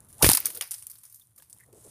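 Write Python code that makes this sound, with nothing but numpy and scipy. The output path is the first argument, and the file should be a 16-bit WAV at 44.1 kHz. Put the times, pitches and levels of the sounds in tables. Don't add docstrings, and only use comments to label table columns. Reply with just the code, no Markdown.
import sys
import numpy as np
from scipy import signal
from scipy.fft import rfft, irfft, next_fast_len
from scipy.io import wavfile
from scipy.ndimage import uniform_filter1d, map_coordinates

SR = 44100
rng = np.random.default_rng(int(sys.argv[2]) if len(sys.argv) > 2 else 0)


def generate_wav(signal):
    frames = np.transpose(np.atleast_2d(signal))
    scaled = np.clip(frames, -1, 1) * 32767
    pcm = np.round(scaled).astype(np.int16)
    wavfile.write(sys.argv[1], SR, pcm)


def gain_from_db(level_db):
    decades = np.asarray(level_db, float) / 20
    return 10 ** decades


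N = 83790

# frequency in Hz, level in dB per Hz.
BRIGHT_COLOUR = [(1760, -44.5), (3000, -37.5), (4730, -17.5), (6090, -14), (7830, -12.5), (9530, -0.5),
                 (11000, -6.5), (13500, -5.5), (16000, -15)]


def unit(x):
    return x / np.sqrt(np.mean(x ** 2) + 1e-20)


def curves(rows):
    s, *cols = np.transpose(rows)
    return [np.interp(np.arange(N) / SR, s, c) for c in cols]


def wobble(rate):
    knots = rng.standard_normal(int(N * rate / SR) + 4)
    return map_coordinates(knots, [np.arange(N) * rate / SR])


def coloured(x, points):
    m = 2 ** 17
    f, db = np.transpose(points)
    log_hz = np.log(np.fft.rfftfreq(m, 1 / SR) + 1)
    gain = gain_from_db(np.interp(log_hz, np.log(f + 1), db)) + 1e-5
    cepstrum = irfft(np.log(gain / np.sqrt(np.mean(gain ** 2))), m)
    cepstrum[1:m // 2] *= 2
    cepstrum[m // 2 + 1:] = 0
    return irfft(rfft(x, m) * np.exp(rfft(cepstrum)), m)[:N]


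def tinted(count):
    knots = rng.standard_normal((2, 16))
    spectrum = rfft(rng.standard_normal((2, count)))
    place = 15 * np.sqrt(np.linspace(0, 1, spectrum.shape[1]))
    tint_db = 2.5 * np.array([map_coordinates(k, [place]) for k in knots])
    return irfft(spectrum * gain_from_db(tint_db), count)


def narrow(hz, width_hz):
    pole = np.exp(-2 * np.pi * width_hz / SR)
    a, b = signal.lfilter([1], np.poly([pole, pole]), rng.standard_normal((2, N)))
    phase = 2 * np.pi * np.cumsum(hz * np.ones(N)) / SR
    return unit(a * np.sin(phase) + b * np.cos(phase))


def ring(t, db, hz, cycles):
    rise = 1 - np.exp(-(t * hz) ** 2)
    return gain_from_db(db - 25 * t * hz / cycles) * rise * np.sin(2 * np.pi * hz * t)


def add(track, s, x):
    part = track[round(s * SR):][:len(x)]
    part += x[:len(part)]


def snaps():
    # start in seconds, peak in dB, woody part in dB, t60 in seconds.
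    crack_rows = [(0.2241, -7, -17.5, 0.11), (0.226, -8, -6, 0.052), (0.2264, -4.5, 1, 0.031),
                  (0.2291, -6.5, -4.5, 0.012), (0.237, -10, -5, 0.055), (0.2447, -3.5, 5.5, 0.014),
                  (0.2451, -10.5, 0.5, 0.041), (0.251, -9, -1, .03), (0.2564, -9, -8.5, 0.048),
                  (0.2639, -7, 4, .016), (0.2657, -4, -8.5, 0.017), (0.27, -8.5, -9, 0.043),
                  (0.2835, -6.5, -14.5, .011), (.2897, -0.5, -4.5, 0.012), (0.2908, -7.5, -3, 0.02),
                  (0.298, -3, -7, 0.019), (0.3021, -11.5, -0.5, .044), (.309, -11, -3.5, 0.055),
                  (0.316, -4.5, -5.5, 0.026), (0.3337, -5.5, -24.5, .008), (0.3378, -14, -4, 0.076),
                  (0.3496, -2.5, -10.5, 0.022), (0.3725, -1.5, -9, 0.008), (0.375, -20.5, 1.5, 0.049),
                  (0.4029, -30, -25, 0.016)]
    # start in seconds, peak in dB, woody part in dB, t60 in seconds, click in dB.
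    twig_rows = [(.449, -30.5, 5, 0.069, -22), (.4562, -9, -12, 0.034, 5.5), (.4662, -12, -14, 0.03, 5),
                 (.5028, -25.5, -8.5, 0.044, -5), (.5335, -39, -5, 0.075, 0), (.548, -21, -8.5, .03, -9),
                 (.554, -26.5, -14, 0.039, -2), (.5636, -37, 6, 0.035, -20), (.5726, -23.5, -8, 0.037, -10),
                 (.6109, -13.5, -1.5, 0.027, -7), (.6222, -25, 3.5, 0.042, -8),
                 (.6544, -51, -1, 0.041, -12), (.6741, -35.5, -15.5, .048, -12.5),
                 (.7092, -17.5, -15, 0.03, -19.5), (.7155, -18.5, -14, 0.05, -9),
                 (.731, -30, -7, 0.065, -11), (0.7409, -27.5, -7.5, .05, -25),
                 (.7817, -32.5, -13, 0.072, -16), (.824, -32, -8, .045, -5),
                 (.8682, -16.5, -20.5, 0.0096, 0.5), (.8985, -31, -14.5, 0.089, -16),
                 (.9145, -29, -19, 0.011, 3), (.932, -42, -8, 0.022, -2), (.9549, -42, -6, 0.025, -6),
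                 (.9835, -37, -12.5, .028, -6)]
    # start in seconds, peak in dB,
    # woody part in dB.
    tick_rows = [(.087, -46.5, -20), (.129, -50, -10), (1.034, -34, -12.5), (1.0521, -34, -15),
                 (1.0979, -38, -24), (1.1234, -38.5, -28), (1.145, -33.5, -35), (1.1585, -39, -31),
                 (1.197, -41, -13), (1.2203, -44.5, -12), (1.361, -47.5, -35), (1.3785, -47, -3.5),
                 (1.3806, -36.5, -12.5), (1.4223, -40, -4.5), (1.4983, -37.5, -16), (1.503, -45, -25),
                 (1.5293, -41, -18), (1.563, -63, -3), (1.600, -48, -14.5), (1.7268, -44, -8),
                 (1.856, -64.5, -11.5)]
    # frequency in Hz, level in dB per Hz.
    woody_colour = [(300, -26), (900, -5), (1600, -3.5), (2600, -3.5), (3400, -3), (5000, -1.5),
                    (8000, -15.5), (16000, -45.5)]
    attack_s, click_t60_s, tail_longer, spiky_db = 0.00015, 0.005, 8.4, 3.5

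    # t60 in seconds, click in dB; then the tail in dB
    events = [(*row, 3.5, -14.5) for row in crack_rows]
    events += [(*row, -14.5) for row in twig_rows]
    events += [(*row, 0.032, -22, -9) for row in tick_rows]

    bright, woody, t = np.zeros(N), np.zeros(N), np.arange(SR // 6) / SR
    for s, db, wood_db, t60, click_db, tail_db in events:
        bright_noise, woody_noise = tinted(len(t))
        lumps = unit(uniform_filter1d(rng.standard_normal(len(t)), size=32))
        click = gain_from_db(click_db - 60 * t / click_t60_s)
        burst = gain_from_db(-60 * t / t60)
        tail = gain_from_db(tail_db - 60 * t / (tail_longer * t60))
        shape = click + gain_from_db(spiky_db * lumps) * (burst + tail)
        shape = shape * (1 - np.exp(-t / attack_s))
        add(bright, s, gain_from_db(db - 12.5) * shape * bright_noise)
        add(woody, s, gain_from_db(db - 17.5 + wood_db) * shape * woody_noise)
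    return coloured(bright, BRIGHT_COLOUR) + coloured(woody, woody_colour)


def splinter_rings():
    # start in seconds, peak in dB, pitch in Hz, cycles to die.
    ring_rows = [(.3332, -7.5, 4860, 6.4), (.372, -15.5, 4930, 7.2), (0.4033, -12.5, 15040, 25),
                 (1.4, -63, 1660, 28), (1.381, -64.5, 1200, 27), (0.61, -20.5, 3110, 9.3),
                 (1.4232, -53.5, 1760, 6), (1.563, -60.5, 850, 6), (.3765, -27, 1020, 6.8),
                 (1.727, -50.5, 380, 11), (0.23, -32, 930, 5), (.333, -33.5, 280, 6),
                 (.2315, -16.5, 720, 6), (0.292, -16.5, 620, 3.6), (.315, -19, 800, 5),
                 (1.4225, -55.5, 910, 7.1), (1.4, -49, 3300, 5.8)]
    out, t = np.zeros(N), np.arange(SR // 8) / SR
    for s, db, hz, cycles in ring_rows:
        add(out, s, ring(t, db + 4, hz, cycles))
    return out


def thuds():
    # start in seconds, peak in dB, pitch in Hz, cycles to die, push +1 or pull -1.
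    thud_rows = [
        (0.2298, -11, 464.6, 3.7, -1),
        (0.2335, -15, 150, 3, 1),
        (0.2438, -0.5, 431.7, 0.85, -1),
        (0.2466, -12, 377.5, 1.9, -1),
        (0.2479, -13, 80, 1.4, 1),
        (0.2634, -11, 522, 2.9, -1),
        (.270, -11, 84.8, 2.2, 1),
        (0.2906, -6, 230.5, 0.93, 1),
        (0.298, -15.5, 909, 6.6, 1),
        (.308, -24, 113.5, 2.6, 1),
    ]
    out, t = np.zeros(N), np.arange(SR // 8) / SR
    for s, db, hz, cycles, sign in thud_rows:
        add(out, s, sign * gain_from_db(db - 25 * t * hz / cycles) * np.sin(2 * np.pi * hz * t))
    return out


def pricks():
    # start in seconds, peak in dB, pitch in Hz.
    prick_rows = [(.005, -35, 9600), (0.012, -58, 7040), (.028, -57.5, 7100), (.038, -51, 9500),
                  (0.048, -43, 9900), (.051, -52, 10940), (0.067, -50, 10700), (0.0867, -46, 10500),
                  (.094, -45, 9400), (0.1282, -34, 9400), (0.183, -34, 9400), (.2441, -8, 12600),
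                  (.2662, -5, 13020), (0.3333, -0.5, 9894), (.3336, -6.5, 13520), (0.3372, -11, 5480),
                  (0.3719, -6, 13500), (0.6116, -17, 7000), (.8688, -21, 10450), (.7465, -31, 5500),
                  (0.9606, -46.5, 4500), (1.2717, -46, 9260), (1.3086, -53.5, 9470), (1.3645, -48, 8500),
                  (1.369, -48, 12000), (1.448, -48, 11140), (1.489, -59.5, 10470), (1.529, -29.5, 8300),
                  (1.5475, -40, 11270), (1.552, -54, 9500), (1.566, -55, 10500), (1.576, -50, 9060),
                  (1.5861, -41, 10000), (1.601, -44, 8540), (1.6068, -40, 10460), (1.638, -43.5, 8970),
                  (1.6857, -53.5, 10060), (1.7297, -44, 8000), (1.747, -45, 8500), (1.796, -48, 8550),
                  (1.8255, -50, 10670), (1.866, -46, 7000)]
    cycles, fizz_db, fizz_t60_s = 4.4, -13, 0.0033
    out, fizz, t = np.zeros(N), np.zeros(N), np.arange(SR // 50) / SR
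    for s, db, hz in prick_rows:
        add(out, s, ring(t, db + 10.5, hz, cycles))
        add(fizz, s, gain_from_db(db + fizz_db - 60 * t / fizz_t60_s) * rng.standard_normal(len(t)))
    return out + coloured(fizz, BRIGHT_COLOUR)


def swish():
    # time in seconds, pitch in Hz, level in dB.
    swing_rows = [
        (0.141, 380, -72),
        (0.189, 690, -64.5),
        (0.211, 863, -39),
        (.222, 1060, -28.5),
        (.228, 1030, -64),
    ]
    hz, db = curves([(0.0088, 302, -120), *swing_rows, (0.25, 994, -120)])
    return gain_from_db(db) * narrow(hz, 150)


def scuffs():
    # start in seconds, length in seconds, level in dB, pitch in Hz, width in Hz.
    scuff_rows = [(0.27, .34, -56.5, 450, 351), (0.521, 0.094, -50, 455, 129),
                  (1.2076, 0.019, -61.5, 3630, 121.5), (1.375, 0.038, -68, 664, 350),
                  (1.582, 0.08, -63, 1920, 161.2), (1.663, 0.11, -67.5, 515.3, 324),
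                  (1.709, 0.1, -58.5, 439, 138.7), (1.618, 0.37, -63.5, 381, 293),
                  (1.831, 0.08, -61, 432, 170), (1.696, 0.39, -58.5, 8805, 2020),
                  (1.845, .07, -60.5, 9370, 833.3)]
    out, t = np.zeros(N), np.arange(N) / SR
    for s, length, db, hz, width_hz in scuff_rows:
        swell = np.sin(np.pi * np.clip((t - s) / length, 0, 1)) ** 2
        out += gain_from_db(db + 4.2 * wobble(80)) * swell * narrow(hz, width_hz)
    return out


def needles():
    # time in seconds, level in dB.
    stir_rows = [(0, -60), (.08, -63.5), (.10, -52.5), (.165, -52.5), (.215, -41.5), (.23, -29), (.40, -49),
                 (.60, -65), (.70, -75), (.72, -56.5), (1.02, -58.5), (1.05, -57.5), (1.17, -62.5),
                 (1.29, -68), (1.40, -64.5), (1.47, -67.5), (1.58, -60.5), (1.69, -66), (1.9, -55)]
    # frequency in Hz, level in dB per Hz.
    needle_colour = [(590, -45), (1000, -17.5), (2560, -22), (3580, -19.5), (4730, -22), (8500, -13),
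                     (9450, -3.5), (11200, -10), (16000, -18.5)]
    grains_per_s, grain_spread_db, grain_t60_s, hiss_share = 1800, 4, 0.013, 0.37
    stir_db, = curves(stir_rows)
    struck = rng.random(N) < grains_per_s / SR
    ticks = struck * gain_from_db(grain_spread_db * np.minimum(rng.exponential(1, N), 2.5))
    decay = gain_from_db(-60 / (grain_t60_s * SR))
    grains = signal.lfilter([1], [1, -decay], ticks) * rng.standard_normal(N)
    mix = unit(grains) * (1 - hiss_share) + hiss_share * rng.standard_normal(N)
    level_db = stir_db - 3.5 + 0.61 * wobble(52) + 1.1 * wobble(14)
    return gain_from_db(level_db) * coloured(unit(mix), needle_colour)


def yard():
    # time in seconds, level in dB.
    rumble_rows = [(0, -55.5), (.3, -60.5), (.6, -68), (1.25, -74), (1.4, -69), (1.9, -59.5)]
    # frequency in Hz, level in dB per Hz.
    rumble_colour = [(15, -42), (25, -12.5), (118, 5), (173, -8.5), (555, -19.5), (1190, -23), (1410, -25),
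                     (3170, -43.5), (4000, -38), (5200, -52), (8800, -120)]
    level_db, = curves(rumble_rows)
    rumble = gain_from_db(level_db + 1.4 * wobble(11)) * coloured(rng.standard_normal(N), rumble_colour)
    hum = gain_from_db(-73.5) * narrow(114, 6.0)
    return rumble + hum


def scene():
    breaking = snaps() + splinter_rings() + thuds() + pricks()
    return (breaking + swish() + scuffs() + needles() + yard())[None]


def roll_off(x):
    return signal.sosfilt(signal.butter(12, 16640, fs=SR, output="sos"), x)


def record(dry):
    clip_top, low_cut_hz, top_hz = 0.9, 38, 15600
    squeezed = dry / (1 + np.abs(dry / clip_top) ** 4) ** (1 / 4)
    m = next_fast_len(N + 8192)
    hz = np.fft.rfftfreq(m, 1 / SR)
    band_limit = gain_from_db(np.interp(hz, [top_hz - 200, top_hz + 100, top_hz + 1000], [0, -28, -45]))
    low_cut = 1j * hz / (low_cut_hz + 1j * hz)
    mix = irfft(rfft(squeezed, m) * band_limit * low_cut, m)[:, :N]
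    return roll_off(mix)


dry = scene()
out = record(dry)
generate_wav(out)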